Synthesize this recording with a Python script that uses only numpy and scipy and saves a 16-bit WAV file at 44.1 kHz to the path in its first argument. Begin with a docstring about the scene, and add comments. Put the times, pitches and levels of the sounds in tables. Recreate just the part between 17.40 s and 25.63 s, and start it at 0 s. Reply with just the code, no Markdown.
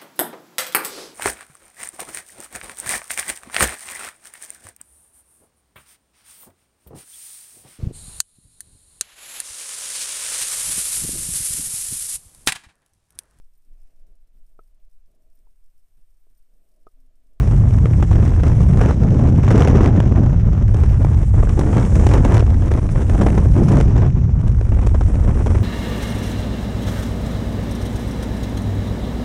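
"""A deep, pounding rumble and tearing air: freefall, heard from a camera on a skydiver's helmet.
Big eddies in the helmet's wake beat on the microphone; as the head turns, the flow buffets its port
and now and then breaks away in a tearing gust, with single hard slaps. Behind that, a thin hiss from
the housing's port and edges brightens and dulls with the angle. The camera's limiter holds the peaks."""
import sys
import numpy as np
from scipy import signal
from scipy.fft import rfft, irfft, next_fast_len
from scipy.io import wavfile
from scipy.ndimage import uniform_filter1d, minimum_filter1d, map_coordinates

SR = 44100
rng = np.random.default_rng(int(sys.argv[2]) if len(sys.argv) > 2 else 0)


def waveform_to_disk(signal):
    """Save audio, clipped to [-1, 1], as 16-bit WAV at the path in sys.argv[1]."""
    frames = np.transpose(np.atleast_2d(signal))
    scaled = np.clip(frames, -1, 1) * 32767
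    samples = np.round(scaled).astype(np.int16)
    wavfile.write(sys.argv[1], SR, samples)


N = 362943

# The wake, just behind the helmet: t/s, shedding f/Hz (used relative to its mean), rumble level/dB
WAKE = [(0, 82.15, -12), (0.65, 90.84, -10.5), (0.95, 73.63, -12.5), (1.35, 102.2, -10.5),
        (1.56, 81.61, -14), (1.75, 106.5, -12.5), (2.05, 95.4, -11), (2.65, 83.41, -11.5),
        (2.85, 99.19, -11), (3.35, 74.07, -12), (3.62, 86.04, -11.5), (3.95, 71.74, -9), (4.25, 82.3, -15),
        (4.75, 82.09, -9.5), (5.2, 63.87, -11), (5.47, 85.97, -16.5), (5.7, 68.11, -13), (6.0, 78, -12),
        (6.25, 99.27, -10), (6.55, 80.31, -11), (6.85, 90.64, -10.5), (7.3, 69.03, -14), (8.22, 67.97, -13)]
# Spectra of the rumble at mean pace and of the throb beneath it: f/Hz, level/dB
RUMBLE_SPECTRUM = [(18, -31), (28, -10), (48, -2.5), (78, -1.5), (112, -2.5), (145, -9), (220, -28),
                   (400, -42), (1000, -115)]
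THROB_SPECTRUM = [(10, -26), (18, -8), (28, 10), (45, 10.5), (70, 4.5), (400, -110)]
def wake():
    """The helmet sheds eddies; a weaker rumble means larger, slower ones, so the deep throb grows."""
    shed_hz, rumble_db = curves(WAKE)
    swings = pressure_swings(RUMBLE_SPECTRUM, evenness=0.38, pace=shed_hz / shed_hz.mean())
    throb = pressure_swings(THROB_SPECTRUM, evenness=0.43) * amp(-22.5 - about_mean(rumble_db))
    return throb + amp(rumble_db) * swings, swings


def pressure_swings(spectrum, evenness, pace=1):
    """Large eddies pass the microphone one after another, their loudness held fairly even; pace speeds them up."""
    noise = map_coordinates(rush(spectrum), [np.cumsum(pace * np.ones(N))], order=3, mode="mirror")
    power = uniform_filter1d(np.abs(signal.hilbert(noise)) ** 2, size=1100)
    return unit(noise / (power + 0.036) ** (evenness / 2))


# Unsteady flow right on the microphone port: t/s, level/dB
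BUFFETING = [(0, -26), (1.4, -22), (1.58, -18.5), (1.71, -16), (2.0, -20), (2.19, -15.5), (2.82, -21),
             (3.05, -26), (4.05, -28), (4.17, -20.5), (4.95, -23.5), (5.68, -24), (5.8, -17.5),
             (6.1, -23.5), (6.24, -15.5), (6.8, -27.5), (7.25, -29.5), (8.23, -22.5)]
# Its spectrum: f/Hz, level/dB
BUFFET_SPECTRUM = [(60, -26), (130, -2), (200, 1), (300, -8.5), (450, -16.5), (800, -27.5), (1600, -51),
                   (4000, -85.5)]
def buffeting(eddies_db):
    """Harder buffeting sheds smaller eddies and sounds brighter. Returns sound and level swing in dB."""
    level_db, = curves(BUFFETING)
    swing_db = about_mean(level_db)
    roar = brightened(rush(BUFFET_SPECTRUM), corner_hz=284, gain_db=0.61 * swing_db)
    flutter_db = 0.5 * eddies_db + 1.46 * wobble(36)
    return amp(level_db) * unit(roar * amp(flutter_db)), swing_db


def eddy_cascade(ceiling_db=12):
    """Eddies break into smaller ones, so their strengths multiply: a level in dB, softly capped."""
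    total_db = 3 * wobble(21) + 3.5 * wobble(68) + 4 * wobble(340)
    return ceiling_db * np.tanh(total_db / ceiling_db)


# Spectrum of air tearing at the port, point-blank: f/Hz, level/dB
TEARING_SPECTRUM = [(100, -22.5), (310, 11.5), (560, 4), (1020, -1.5), (1620, -9), (2520, -17.5),
                    (3620, -25), (4620, -32.5), (5700, -24.5), (7550, -30), (10100, -37.5), (13800, -51.5),
                    (15700, -81.5)]
def tearing(level_db, eddies_db, swings, hiss_hz, ceiling_db=-18, sheen_db_per_octave=16):
    """The flow tears in fine, crackling bursts, most at the crest of each big pressure swing."""
    bursts = amp(level_db) * unit(amp(eddies_db + 1.8 * swings))
    bursts = bursts / np.hypot(1, bursts / amp(ceiling_db))  # the strongest gusts level off
    # each burst has its own share of the finest eddies: some dull, some crisp
    tear = brightened(bursts * rush(TEARING_SPECTRUM), corner_hz=2730, gain_db=4.5 * wobble(160) - 2.5)
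    fine_air = unit(above(rush(TEARING_SPECTRUM), corner_hz=1187))
    crackle = fine_air * snaps(per_second=90, scatter_db=5.5, rise_s=0.00041) * amp(level_db - 18.5)
    sheen_db = sheen_db_per_octave * about_mean(np.log2(hiss_hz))  # the top follows the edge hiss
    return brightened(tear + crackle, corner_hz=7800, gain_db=sheen_db)


def snaps(per_second, scatter_db, rise_s):
    """Tiny eddies flick past at random: an envelope of very short cracks, rms 1."""
    chance, size = rng.random(N), rng.standard_normal(N)
    flicks = (chance < per_second / SR) * amp(scatter_db * np.clip(size, -2, 2))
    return unit(signal.fftconvolve(flicks, swell(rise_s, SR // 50))[:N])


# Gusts at the port: t/s, hold/s, extra tearing/dB, extra port hiss/dB
GUSTS = [(0.0, 0.053, 6.5, 5), (0.706, 0.14, 4.5, 2), (1.041, 0.045, 8, 6), (1.41, 0.097, 9, 5),
         (2.037, 0.43, 8.5, 3.5), (2.135, 0.13, 6, 0), (2.466, 0.22, 3.5, -1), (3.422, 0.095, 3.5, 3),
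         (4.35, 0.02, 7.5, 1), (4.703, 0.052, 12, 6), (4.849, 0.012, 9, -2), (4.922, 0.076, 12, 4),
         (5.3, 0.097, 3.5, 1), (5.772, 0.15, 5, -4), (6.28, 0.16, 5, 1), (6.545, 0.12, 5, -1),
         (8.037, 0.21, 1.5, 1)]
def gusts():
    """The flow breaks away, holds and settles: extra tearing and extra port hiss in dB."""
    return sum(np.outer(levels_db, plateau(start, hold, attack_s=0.031, release_s=0.047))
               for start, hold, *levels_db in GUSTS)


# Lulls around the helmet: t/s, hold/s, change in buffeting and tearing/dB
LULLS = [(0.656, 0.025, -4), (1.535, 0.076, -7), (3.797, 0.09, -5.5), (4.436, 0.062, -2.5),
         (5.403, 0.013, -11.5), (6.702, 0.27, -2.5)]
def lulls():
    """The flow slackens briefly: a level change in dB."""
    return sum(db * plateau(start, hold, attack_s=0.012, release_s=0.012) for start, hold, db in LULLS)


# Direct hits on the port: t/s, rise/s, crest level/dB (before thud and body weights), crisp crest/dB
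SLAPS = [(0.456, 0.0011, -20.5, -43), (0.625, 0.0031, -21.5, -41.5), (0.709, 0.0035, -27.5, -45),
         (0.781, 0.0018, -33, -57), (0.85, 0.002, -30, -43), (1.033, 0.0023, -25, -44),
         (1.373, 0.00058, -19.5, -40), (1.412, 0.0045, -18.5, -37.5), (2.079, 0.00091, -17, -44.5),
         (2.104, 0.005, -19, -38.5), (2.178, 0.002, -24, -35), (2.21, 0.0013, -19.5, -36),
         (2.248, 0.001, -19.5, -34), (2.274, 0.00088, -14, -36), (2.284, 0.0006, -16.5, -34),
         (2.406, 0.0031, -18, -47), (2.602, 0.001, -16.5, -34.5), (3.342, 0.0025, -26.5, -45.5),
         (3.435, 0.0023, -25.5, -45.5), (3.646, 0.0021, -20.5, -45), (4.028, 0.0017, -21.5, -49),
         (4.191, 0.0023, -22.5, -33.5), (4.209, 0.0024, -22, -48), (4.329, 0.0015, -24, -42),
         (4.553, 0.0034, -24.5, -37.5), (4.665, 0.0024, -17, -32), (4.711, 0.0024, -21.5, -42),
         (4.735, 0.0038, -20.5, -34), (4.848, 0.0047, -19.5, -39), (5.311, 0.0052, -24.5, -43),
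         (5.49, 0.0011, -26, -53), (5.557, 0.0025, -25, -60), (5.696, 0.0018, -23, -39.5),
         (5.812, 0.0026, -17, -36), (5.863, 0.0039, -16.5, -40.5), (5.977, 0.0023, -19, -40.5),
         (6.282, 0.0034, -26, -39), (6.321, 0.00054, -34, -36), (6.37, 0.00059, -22, -33),
         (6.401, 0.0016, -23.5, -39), (6.409, 0.0011, -17.5, -33.5), (7.211, 0.0021, -28, -47.5),
         (7.318, 0.0032, -30.5, -57), (7.388, 0.0021, -27.5, -65), (7.464, 0.0035, -26, -39),
         (7.544, 0.0031, -24.5, -49), (7.608, 0.0034, -25, -45), (8.06, 0.0035, -23, -42),
         (8.146, 0.0037, -24, -49)]
def slaps(thud_db=2.5, body_db=-3, ragged_db=4):
    """Single hard eddies hit the port: a ragged swell with a thud, a body and a crisp top."""
    air = rush(TEARING_SPECTRUM) * amp(ragged_db * wobble(430))
    upper, crisp = above(air, corner_hz=525), above(air, corner_hz=3230)
    thud, body = air - upper, upper - crisp
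    out = np.zeros(N)
    for start, rise_s, level_db, crisp_db in SLAPS:
        envelope = swell(rise_s, SR // 20)
        span = round(start * SR) + np.arange(len(envelope))
        for band, db in (thud, level_db + thud_db), (body, level_db + body_db), (crisp, crisp_db):
            burst = envelope * band[span]
            out[span] += amp(db) * burst * np.linalg.norm(envelope) / np.linalg.norm(burst)
    return out


def stalls(depth_db=-4.5, half_length_s=0.013):
    """The flow stalls just before each slap: a dip in the tearing, in dB."""
    centres = np.zeros(N)
    centres[[round((start - half_length_s / 2) * SR) for start, *_ in SLAPS]] = 1
    dips = signal.fftconvolve(centres, np.hanning(2 * half_length_s * SR), "same")
    return depth_db * np.minimum(1, dips)


# Air skimming the housing, right beside the microphone: t/s, level/dB, centre f/Hz
SKIMMING = [(0, -58, 8100), (.66, -60.5, 7800), (1.06, -59.5, 8430), (1.42, -56.5, 8340),
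            (1.56, -62.5, 7600), (1.95, -62.5, 7840), (2.16, -59.5, 6800), (2.5, -62, 6300),
            (3.25, -67, 6700), (3.35, -62, 8700), (4.1, -54, 7800), (4.65, -48, 7500), (4.78, -53.5, 7620),
            (4.97, -55, 8060), (5.1, -59.5, 7640), (5.4, -57.5, 8800), (5.8, -52, 8200), (6.1, -57, 8670),
            (6.28, -56, 9100), (6.42, -57, 8500), (6.47, -58, 6400), (6.9, -68, 6100), (7.05, -65.5, 9100),
            (7.5, -59.5, 8300), (8.23, -54, 8600)]
# Its spectrum before the sweep: f/Hz, level/dB
EDGE_SPECTRUM = [(3000, -31.5), (4800, -12.5), (5800, 1.5), (8200, -1), (10400, -3.5), (11900, -11),
                 (14000, -29.5), (15700, -66)]
def edge_hiss():
    """Air hisses over the edges, its pitch moving as the head turns. Returns sound, dB swing, centre."""
    level_db, centre_hz = curves(SKIMMING)
    hiss = swept(rush(EDGE_SPECTRUM), centre_hz, width_octaves=0.27, skirt_db=-9)
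    return amp(level_db) * hiss, about_mean(level_db), centre_hz


# Spectrum of the faint hiss inside the microphone port: f/Hz, level/dB
PORT_SPECTRUM = [(500, -5), (2000, -0.5), (3520, -9.5), (4620, -14.5), (5350, -5.5), (5850, -3),
                 (6720, -11), (8520, -27), (15700, -62.5)]
def port_hiss(level_db):
    """Fast air hisses in the port at a steady pitch."""
    return amp(level_db) * rush(PORT_SPECTRUM)


def amp(db):
    """Decibels to gain."""
    return 10 ** (np.asarray(db) / 20)


def unit(x):
    """Scale to rms 1."""
    return x / np.sqrt(np.mean(x ** 2) + 1e-20)


def about_mean(curve):
    """A curve's rise and fall about its mean."""
    return curve - curve.mean()


def curves(rows):
    """One value per sample for each column after the time."""
    times, *columns = np.transpose(rows)
    return [np.interp(np.arange(N) / SR, times, column) for column in columns]


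def wobble(rate):
    """A smooth random curve of rms 1, rate knots a second."""
    knots = rng.standard_normal(N // 20)
    return unit(map_coordinates(knots, [np.arange(N) * rate / SR + 2], mode="wrap"))


def swell(rise_s, samples):
    """An envelope that rises quickly to 1 and falls more slowly."""
    age = np.arange(samples) / SR / rise_s
    return age * np.exp(1 - age)


def plateau(start, hold_s, attack_s, release_s):
    """An envelope that reaches 1 at start, holds and dies away."""
    t = np.arange(N) / SR - start
    return np.clip(np.minimum(1 + t / attack_s, 1 - (t - hold_s) / release_s), 0, 1)


def filtered(x, response):
    """x shaped by a gain that depends on frequency."""
    size = next_fast_len(N + 8192)
    return irfft(rfft(x, size) * response(np.fft.rfftfreq(size, 1 / SR)), size)[:N]


def rush(spectrum):
    """Noise of rms 1 with a spectrum of (f/Hz, level/dB) points."""
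    points_hz, db = np.transpose(spectrum)
    white = rng.standard_normal(N)
    return unit(filtered(white, lambda hz: amp(np.interp(np.log(hz + 1), np.log(points_hz), db))))


def above(x, corner_hz):
    """The part of x above the corner."""
    return filtered(x, lambda hz: 1 / (1 + (corner_hz / (hz + 1)) ** 4))


def brightened(x, corner_hz, gain_db):
    """Everything above the corner follows a gain curve."""
    return x + above(x, corner_hz) * (amp(gain_db) - 1)


def swept(x, centre_hz, width_octaves, skirt_db):
    """x through a broad hump that follows a moving centre, over a level skirt; rms 1."""
    hz, t, frames = signal.stft(x, SR, nperseg=256)
    octaves = np.log2((hz[:, None] + 1) / np.interp(t, np.arange(N) / SR, centre_hz))
    hump = np.exp(-.5 * (octaves / width_octaves) ** 2)
    return unit(signal.istft(frames * np.hypot(hump, amp(skirt_db)))[1][:N])


def scene():
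    """Open sky, one microphone on the helmet; buffeting, skimming and gusts drive tearing and port hiss."""
    rumble, swings = wake()
    eddies_db = eddy_cascade()
    buffet, buffet_swing_db = buffeting(eddies_db)
    edge, skim_swing_db, hiss_hz = edge_hiss()
    gust_tear_db, gust_port_db = gusts()
    tear_db = -32.5 + 0.51 * buffet_swing_db + 0.3 * skim_swing_db + gust_tear_db + stalls()
    port_db = -53 + 0.58 * buffet_swing_db + 0.31 * skim_swing_db + gust_port_db
    tear = tearing(tear_db, eddies_db, swings, hiss_hz)
    lull_db = lulls()
    flow = amp(0.62 * lull_db) * rumble + amp(lull_db) * (buffet + tear)
    hiss = (port_hiss(port_db) + edge) * amp(1.5 * wobble(56))  # both hisses flicker together
    return (flow + slaps() + hiss)[None]


def limiter(x, ceiling_db, window_samples):
    """The gain dips just ahead of each peak that would pass the ceiling."""
    needed = np.minimum(1, amp(ceiling_db) / (np.abs(x) + 1e-9))
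    return x * uniform_filter1d(minimum_filter1d(needed, window_samples), window_samples)


def record(dry):
    """The helmet camera, in mono: it limits the peaks and keeps nothing above 15.7 kHz."""
    held = limiter(dry[0], ceiling_db=-1, window_samples=400)
    return filtered(held, lambda hz: hz < 15700)[None]


dry = scene()
out = record(dry)
waveform_to_disk(out)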